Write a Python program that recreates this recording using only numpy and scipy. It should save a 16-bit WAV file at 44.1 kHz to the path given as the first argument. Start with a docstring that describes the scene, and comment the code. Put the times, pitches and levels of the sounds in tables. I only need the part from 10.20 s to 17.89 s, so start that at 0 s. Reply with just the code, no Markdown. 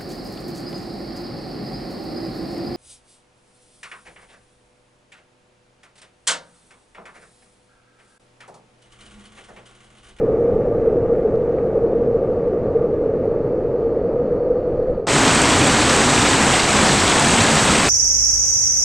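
"""First a dull, hollow roar: a mountain creek below a waterfall, heard through the sealed microphone
port of a small camera. Its ring near 480 Hz swells into brief booms, and air buffets the camera body.
The roar fades, and the sound opens abruptly at a second place, beside a cascade pouring between logs.
Here the open microphone hears a bright rush with ringing bubbles, fine spray and close splashes,
while clouds of trapped air throb and large bubbles glug in the plunge pool."""
import sys
import numpy as np
from scipy import signal
from scipy.fft import rfft, irfft, next_fast_len
from scipy.io import wavfile
from scipy.ndimage import uniform_filter1d

SR = 44100
rng = np.random.default_rng(int(sys.argv[2]) if len(sys.argv) > 2 else 0)


def wav_out(sig):
    """Save sig, one row per channel (or a flat mono array), as 16-bit PCM at SR to the path in sys.argv[1]."""
    wavfile.write(sys.argv[1], SR, np.round(np.clip(np.atleast_2d(sig).T, -1, 1) * 32767).astype(np.int16))


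N = 339129
MOVE_S = 4.868  # the microphone changes place, from the far creek to the cascade
TIME = np.arange(N) / SR
NEAR_TIME = TIME - MOVE_S  # seconds since arriving at the cascade
FRAME_S, BIN_HZ = np.arange(N // 256 + 5) * 256 / SR, np.fft.rfftfreq(1024, 1 / SR)


# thin splashing on a log near the first place: (frequency [Hz], relative level [dB])
LOG_SPLASH = [(2000, -11), (3300, 3.5), (4500, -1.5), (5500, -1.5), (6300, 2.5), (7400, 0),
              (8800, -2), (10200, -12.5), (15000, -26)]
def muffled_creek(roar_db=-18.5, hiss_db=-50.5, splash_db=-72.5, gurgle_db=-14):
    """First place: the creek's wash and gurgle behind the sealed port, and a thin splash from a log."""
    wash = noise(patches(frames=8, bins=12))
    gurgle = bubbles(per_s=500, lo_hz=667, hi_hz=2860, cycles=4.4, spread_db=0.5, rise=0.027, sizes=16)
    roar, hiss = split(sealed_port(wash + amp(gurgle_db) * gurgle), hz=730)
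    roar = steadied(roar, share=0.69, samples=3500)
    # the camera tilts up from the water and the creek recedes, each layer at its own dB per second
    roar *= amp(roar_db - 0.67 * TIME) / np.std(band(roar, 210, 820))
    hiss *= amp(hiss_db - 0.79 * TIME) / np.std(band(hiss, 1474, 4000))
    splash = noise(spectrum(LOG_SPLASH, BIN_HZ) + 2.5 * patches(frames=3, bins=40))
    splash *= amp(splash_db - 2.1 * TIME)
    return booming(roar) + hiss + splash


# the creek through the seal, resonances aside: (frequency [Hz], relative level [dB])
SEALED_SPECTRUM = [(12, -5), (35, -1), (70, -3.5), (115, 0.5), (200, -2.5), (380, -0.95), (600, -7),
                   (800, -15.5), (1450, -28), (2400, -39.5), (3200, -49), (5500, -56.5), (9300, -66),
                   (10300, -70.5), (13000, -85)]
# the port's peaks and notches: (frequency before tuning [Hz], width [Hz], lift [dB], lift change [dB/s])
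PORT_MODES = [(480.7, 67, 16.5, 0.27), (1043, 220, -8, 1), (1197, 94, 7.5, -0.12), (4430, 320, 0.5, 2),
              (5550, 550, -1.5, 0.1), (6200, 1200, 2.5, 0), (7400, 900, -2.5, 0.5)]
def sealed_port(water, start_tuning=0.99, creep=0.05):
    """The sealed microphone port rings and swallows the treble; its lower modes creep up in pitch."""
    drift = start_tuning + creep * (TIME / MOVE_S) ** 4.5 * (TIME < MOVE_S)
    for hz, width, db, db_per_s in PORT_MODES:
        tuning = np.where(hz < 2000, drift, 1)
        water = water + (amp(db + db_per_s * TIME) - 1) * resonate(water, hz * tuning, width)
    return colour(water, lambda hz: spectrum(SEALED_SPECTRUM, hz))


# brief booms in the roar's hollow ring: (time [s], peak level [dB], half length [s], pitch [Hz])
RING_BOOMS = [(0.041, -11, 0.0079, 462), (0.145, -10, 0.0094, 449), (0.249, -9, 0.0078, 478),
              (0.289, -12, 0.015, 474), (0.362, -10.5, 0.0073, 457), (0.477, -13, 0.0084, 470),
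              (0.556, -13.5, 0.013, 473), (0.68, -7, 0.011, 459), (0.73, -10, 0.0053, 465),
              (0.777, -10.5, 0.014, 476), (0.925, -7.5, 0.0092, 464), (1.059, -9, 0.011, 443.5),
              (1.152, -12, .009, 462), (1.453, -11, 0.0084, 465), (1.559, -9.5, 0.0077, 463),
              (1.646, -9.5, 0.012, 462), (1.764, -10, 0.014, 457), (1.821, -10, 0.01, 477),
              (1.881, -10, 0.01, 458), (1.957, -8, 0.0085, 461.3), (2.565, -7.5, 0.014, 458),
              (2.618, -9.5, 0.0072, 471), (2.863, -9, 0.0053, 448), (3.081, -10.5, 0.0073, 436),
              (3.663, -14, 0.026, 463), (3.857, -13.5, 0.02, 470), (3.965, -14, 0.013, 478),
              (4.004, -13, 0.021, 483), (4.129, -12.5, .011, 477), (4.22, -15.5, .024, 480),
              (4.31, -7, 0.0087, 479), (4.36, -12.5, 0.0072, 481), (4.626, -12, 0.01, 485),
              (4.708, -12.5, 0.012, 490)]
def booming(roar):
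    """In each brief boom the roar's hollow ring swells into one round note."""
    ringing = band(roar, 430, 500)
    notes, takeover = np.zeros((2, N))
    for (s, db, half_s, hz), phase in zip(RING_BOOMS, rng.random(len(RING_BOOMS))):
        bell = np.exp(-((TIME - s) / half_s) ** 2)
        notes += amp(db) * bell * np.sin(2 * np.pi * (hz * TIME + phase))
        takeover += bell ** 1.2
    return roar - np.minimum(takeover, 1) * ringing + notes


# white water at close range: (frequency [Hz], relative level [dB])
CASCADE_SPECTRUM = [(15, -18), (60, -4), (130, 1), (400, 0.5), (700, -1.5), (1200, -3.5), (2500, -8.5),
                    (5000, -14), (7000, -14), (8500, -17), (10000, -27.5), (12000, -38.5), (15500, -52)]
# resonance of the open microphone: (frequency [Hz], width [Hz], lift [dB])
OPEN_MIC_PEAK = [(8020, 780, 7.5)]
# the cascade surges or slackens for a moment: (time [s], half length [s], lift [dB])
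CASCADE_SURGES = [(5.1, 0.14, 0.5), (5.71, 0.022, 1.5), (6.18, 0.036, -1.4), (6.34, 0.052, 0.7),
                  (6.45, 0.074, -1.5), (7.5, 0.022, 0.5)]
def cascade(body_db=-18.5, fizz_db=-22, flicker_db=0.67, slosh_db=0.5, plop_db=-11, spray_db=-7):
    """Second place, microphone open: a churning wash with single bubbles and spray standing out of it."""
    wash = noise(flicker_db * patches(frames=3, bins=160) + slosh_db * patches(frames=16, bins=120))
    plops = bubbles(per_s=450, lo_hz=696.4, hi_hz=4580, cycles=12.3, spread_db=0.3, rise=0.029, sizes=28)
    spray = bubbles(per_s=1800, lo_hz=4050, hi_hz=12500, cycles=1.3, spread_db=1, rise=0.02, sizes=12)
    water = wash + amp(plop_db) * plops + amp(spray_db) * spray
    water = colour(water, lambda hz: spectrum(CASCADE_SPECTRUM, hz) + lift(OPEN_MIC_PEAK, hz))
    body, fizz = split(water, hz=2000)
    body = np.std(body) * steadied(body, share=0.38, samples=2500)
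    # the rush brightens as the camera tilts up
    body *= amp(body_db - 0.37 * NEAR_TIME) / np.std(band(water, 556, 2250))
    fizz *= amp(fizz_db + 0.34 * NEAR_TIME) / np.std(band(water, 3140, 8600))
    return amp(swells(CASCADE_SURGES)) * (body + fizz)


# bubble clouds in the pool: (pitch on arrival [Hz], sag [Hz/s], width [Hz], relative level [dB])
BUBBLE_CLOUDS = [(284, 24, 72, 0), (132, -6, 42, -6)]
# the clouds swell as air is driven under, or ebb: (time [s], half length [s], lift [dB])
CLOUD_HEAVES = [(5.03, 0.06, 0.5), (5.44, 0.11, 4), (6.43, 0.08, -12), (6.7, 0.065, 3), (7.2, 0.2, 3.5)]
# low churning under them: (frequency [Hz], relative level [dB])
CHURN_SPECTRUM = [(20, -18), (55, 0), (90, -1), (175, -6.5), (380, -5), (520, -20), (1500, -60)]
def plunge_pool(cloud_db=-25, fall_db_per_s=1.56, throb_db=2.5, churn_db=-29.5):
    """At the foot of the cascade, clouds of trapped air pulse; the larger cloud sounds lower."""
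    clouds = np.zeros(N)
    for hz, sag, width, db in BUBBLE_CLOUDS:
        pitch = hz - sag * (FRAME_S[:, None] - MOVE_S)
        detuning = 2 * (BIN_HZ - pitch) / width
        cloud = noise(-10 * np.log10(1 + detuning ** 4) + throb_db * patches(frames=8, bins=4))
        clouds += amp(db) * steadied(cloud, share=1, samples=3500)
    clouds *= amp(cloud_db - fall_db_per_s * NEAR_TIME + swells(CLOUD_HEAVES))
    churn = steadied(noise(spectrum(CHURN_SPECTRUM, BIN_HZ)), share=1, samples=3500)
    return clouds + amp(churn_db) * churn


# large bubbles in the pool: (time [s], peak level [dB], half length [s], pitch [Hz])
POOL_GLUGS = [(4.96, -18.5, 0.028, 142), (5.024, -17, 0.023, 270), (5.078, -17, 0.024, 259),
              (5.178, -19, 0.014, 220), (5.335, -21, 0.029, 252), (5.368, -21, .036, 91),
              (5.435, -15.5, .022, 283), (5.493, -18, .028, 263), (5.562, -20.5, .04, 225),
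              (5.602, -17, 0.017, 305), (5.814, -18, .022, 217), (5.869, -19, .036, 246),
              (5.925, -19.5, .018, 145), (5.984, -19.5, .022, 232), (6.151, -20, .037, 274),
              (6.208, -19, 0.021, 221), (6.548, -20.5, .038, 208), (6.63, -18, 0.023, 217),
              (6.715, -19, 0.032, 142), (7.059, -19, 0.032, 221.7), (7.129, -20.5, .028, 253),
              (7.191, -17, .018, 228), (7.316, -19.5, .045, 221), (7.348, -17, .03, 154),
              (7.523, -18.5, 0.03, 208)]
def glugging(water, width_hz=45):
    """Each large bubble takes over from the churning at its own pitch and sounds one round note."""
    out = water.copy()
    for (s, db, half_s, hz), phase in zip(POOL_GLUGS, rng.random(len(POOL_GLUGS))):
        during = abs(TIME - s) < 3 * half_s
        t = TIME[during] - s
        note = amp(db) * np.sin(2 * np.pi * (hz * t + phase))
        churning = resonate(water[during], np.full(len(t), hz), width_hz)
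        out[during] += np.exp(-(t / half_s) ** 2) * (note - churning)
    return out


# small splashes close to the microphone:
# (time [s], crest level [dB], pitch [Hz], bandwidth [share of pitch], rise [s], decay [s])
CLOSE_SPLASHES = [(0.99, -48, 1750, .35, .002, .004), (1.157, -52, 4000, .8, .0005, .0014),
                  (1.385, -42.5, 1950, .35, .002, .004), (5.043, -22, 2200, .7, .008, .012),
                  (5.051, -18.5, 6200, .15, .0006, .0016), (5.08, -24, 5500, .5, .003, .008),
                  (5.697, -18.5, 4800, .55, .003, .006), (5.73, -19, 1600, .6, .004, .006),
                  (5.977, -21, 2400, .6, .002, .007), (6.339, -19.5, 720, .2, .007, .008),
                  (6.344, -20, 2800, .7, .012, .014), (6.399, -19, 3700, .8, .008, .012),
                  (6.59, -21, 1400, .5, .006, .008), (6.665, -25, 5000, .5, .015, .012),
                  (6.879, -19.5, 3400, .3, .004, .007), (6.978, -19.5, 3250, .2, .002, .005),
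                  (7.183, -19.5, 2750, .55, .013, .018), (7.21, -21, 5500, .4, .003, .006)]
# specks of spray that strike the open microphone: (time [s], crest level [dB])
MIC_SPECKS = [(5.149, -14), (5.217, -14), (5.474, -14), (5.763, -15), (6.997, -12.5), (7.0445, -15),
              (7.2379, -15), (7.3405, -22)]
def drops(speck_hz=8140, speck_width=0.14, speck_rise_s=0.00058, speck_decay_s=0.0019):
    """Each close splash or speck is a spit of noise: drops burst at once, sloshes swell first."""
    out, t = np.zeros(N), np.arange(-0.04, 0.07, 1 / SR)
    ticks = [(s, db, speck_hz, speck_width, speck_rise_s, speck_decay_s) for s, db in MIC_SPECKS]
    for s, db, hz, width, rise_s, decay_s in CLOSE_SPLASHES + ticks:
        envelope = np.exp(-np.where(t < 0, (t / rise_s) ** 2, t / decay_s))
        edges_hz = [hz / (1 + width), hz * (1 + width / 2)]
        bandpass = signal.butter(3, edges_hz, "bandpass", fs=SR, output="sos")
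        spit = signal.sosfilt(bandpass, envelope * rng.standard_normal(len(t)))
        spit *= amp(db) * np.linalg.norm(envelope) / np.linalg.norm(spit)
        out[round((s + t[0]) * SR):][:len(t)] += spit
    return out


# gusts on the moving camera at the first place: (time [s], half length [s], lift [dB])
AIR_GUSTS = [(.62, .28, 10), (1.15, 0.13, 10), (4.15, 0.07, 9.5), (4.68, 0.23, 14)]
# their rumble at the microphone: (frequency [Hz], relative level [dB])
AIR_SPECTRUM = [(4, -15.5), (14, 1), (50, -7.5), (80, -16), (200, -35.5), (900, -88)]
def buffet(between_gusts_db=-45):
    """Low lumps of moving air on the camera body."""
    lumps = colour(rng.standard_normal(N), lambda hz: spectrum(AIR_SPECTRUM, hz))
    return amp(between_gusts_db + swells(AIR_GUSTS)) * steadied(lumps, share=0.7, samples=8000)


# moments when the near rush widens a little: (start [s], end [s], side level [dB])
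WIDE_MOMENTS = [(4.915, 5.016, -45), (5.943, 6.614, -38.5), (7.032, 7.104, -37.5)]
# the rush at the sides: (frequency [Hz], relative level [dB])
SIDE_SPECTRUM = [(80, 3), (250, -12), (450, 1.5), (1000, -6), (3000, 1), (8400, 1), (9600, -6),
                 (11000, -55)]
def side_rush():
    """A faint rush that comes and goes at the sides of the stereo image."""
    gate = sum(amp(db) * ((TIME > start) & (TIME < end)) for start, end, db in WIDE_MOMENTS)
    return uniform_filter1d(gate, size=600) * noise(spectrum(SIDE_SPECTRUM, BIN_HZ))


def bubbles(per_s, lo_hz, hi_hz, cycles, spread_db, rise, sizes):
    """Bubbles of many sizes ring briefly, rising in pitch as they near the surface; a few are louder."""
    out = np.zeros(N)
    for hz in np.geomspace(lo_hz, hi_hz, sizes):
        life_s = cycles / hz
        t = np.arange(0, 3 * life_s, 1 / SR)
        ring = np.exp(-2 * t / life_s) * np.sin(2 * np.pi * hz * t * (1 + rise * t / life_s))
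        when, force, polarity = rng.random((3, 1500))
        born = np.arange(len(when)) < per_s * N / SR / sizes
        level_db = spread_db * np.minimum(-np.log(1 - force), 4)
        kicks = np.bincount((when * N).astype(int), amp(level_db) * np.sign(polarity - 0.5) * born, N)
        out += hz * signal.oaconvolve(kicks, ring)[:N]  # equal energy per Hz over all sizes
    return unit(out)


def amp(db):
    """Decibels to gain."""
    return 10 ** (np.asarray(db) / 20)


def unit(x):
    """Scales to rms 1."""
    return x / np.sqrt(np.mean(x ** 2) + 1e-20)


def swells(rows):
    """Adds up bell-shaped swells of level, in dB."""
    return sum(db * np.exp(-((TIME - s) / half_s) ** 2) for s, half_s, db in rows)


def spectrum(points, hz):
    """A table of dB values, joined on a log-frequency axis."""
    point_hz, db = np.transpose(points)
    return np.interp(np.log(hz + 1), np.log(point_hz), db)


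def lift(modes, hz):
    """The dB that a set of resonances adds at each frequency."""
    return sum(10 * np.log10(1 + (amp(db) ** 2 - 1) / (1 + (2 * (hz - centre) / width) ** 2))
               for centre, width, db in modes)


def colour(x, db_at):
    """Filters x by a gain in dB that is a function of frequency."""
    size = next_fast_len(N)
    gain = amp(db_at(np.fft.rfftfreq(size, 1 / SR)))
    return irfft(rfft(x, size) * gain, size)[:N]


def band(x, lo_hz, hi_hz):
    """The part of x between two frequencies."""
    return colour(x, lambda hz: -10 * np.log10((1 + (lo_hz / (hz + 1)) ** 20) * (1 + (hz / hi_hz) ** 20)))


def split(x, hz):
    """Low and high parts that add up to x."""
    low = colour(x, lambda f: -20 * np.log10(1 + (f / hz) ** 6))
    return low, x - low


def resonate(x, hz, width_hz):
    """Shifts the curve hz down to zero, smooths, and shifts back: a moving resonance of gain 1."""
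    carrier = np.exp(2j * np.pi * np.cumsum(hz) / SR)
    pole = np.exp(-np.pi * width_hz / SR)
    return 2 * (carrier * signal.lfilter([1 - pole], [1, -pole], x / carrier)).real


def patches(frames, bins):
    """Random swells of rms 1, each some frames long and some bins wide."""
    field = rng.standard_normal((len(FRAME_S), len(BIN_HZ)))
    return unit(uniform_filter1d(uniform_filter1d(field, frames, axis=0), bins, axis=1))


def noise(db):
    """Noise of rms 1, shaped by a dB field over frames and bins."""
    real, imag = rng.standard_normal((2, len(FRAME_S), len(BIN_HZ)))
    spectra = (real + 1j * imag) * amp(db)
    return unit(signal.istft(spectra.T, nperseg=1024, noverlap=768)[1][:N])


def steadied(x, share, samples):
    """Evens out a share of the chance swells longer than the given samples; the result has rms 1."""
    power = abs(uniform_filter1d(x ** 2, samples)) + 1e-12
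    return unit(x / power ** (share / 2))


def scene(fade_db=-7.5, fade_s=0.2, settle_db=-8, settle_s=0.021):
    """Two places in turn, nearly mono: the far creek sinks away, then the near cascade swells in."""
    far = muffled_creek() + buffet()
    near = glugging(cascade() + plunge_pool())
    opened = np.clip(NEAR_TIME / 0.001, 0, 1)
    fading = amp(fade_db * np.clip(1 + NEAR_TIME / fade_s, 0, 1) ** 2)
    settling = amp(settle_db * np.exp(-np.maximum(NEAR_TIME, 0) / settle_s))
    mid = (1 - opened) * fading * far + opened * settling * near + drops()
    side = side_rush()
    return np.array([mid + side, mid - side])


def record(dry):
    """The recorder's band limit, a steep cut at 15650 Hz."""
    lowpass = signal.firwin(511, 15650, window=("kaiser", 9), fs=SR)
    return signal.oaconvolve(dry, lowpass[None], "same")


dry = scene()
out = record(dry)
wav_out(out)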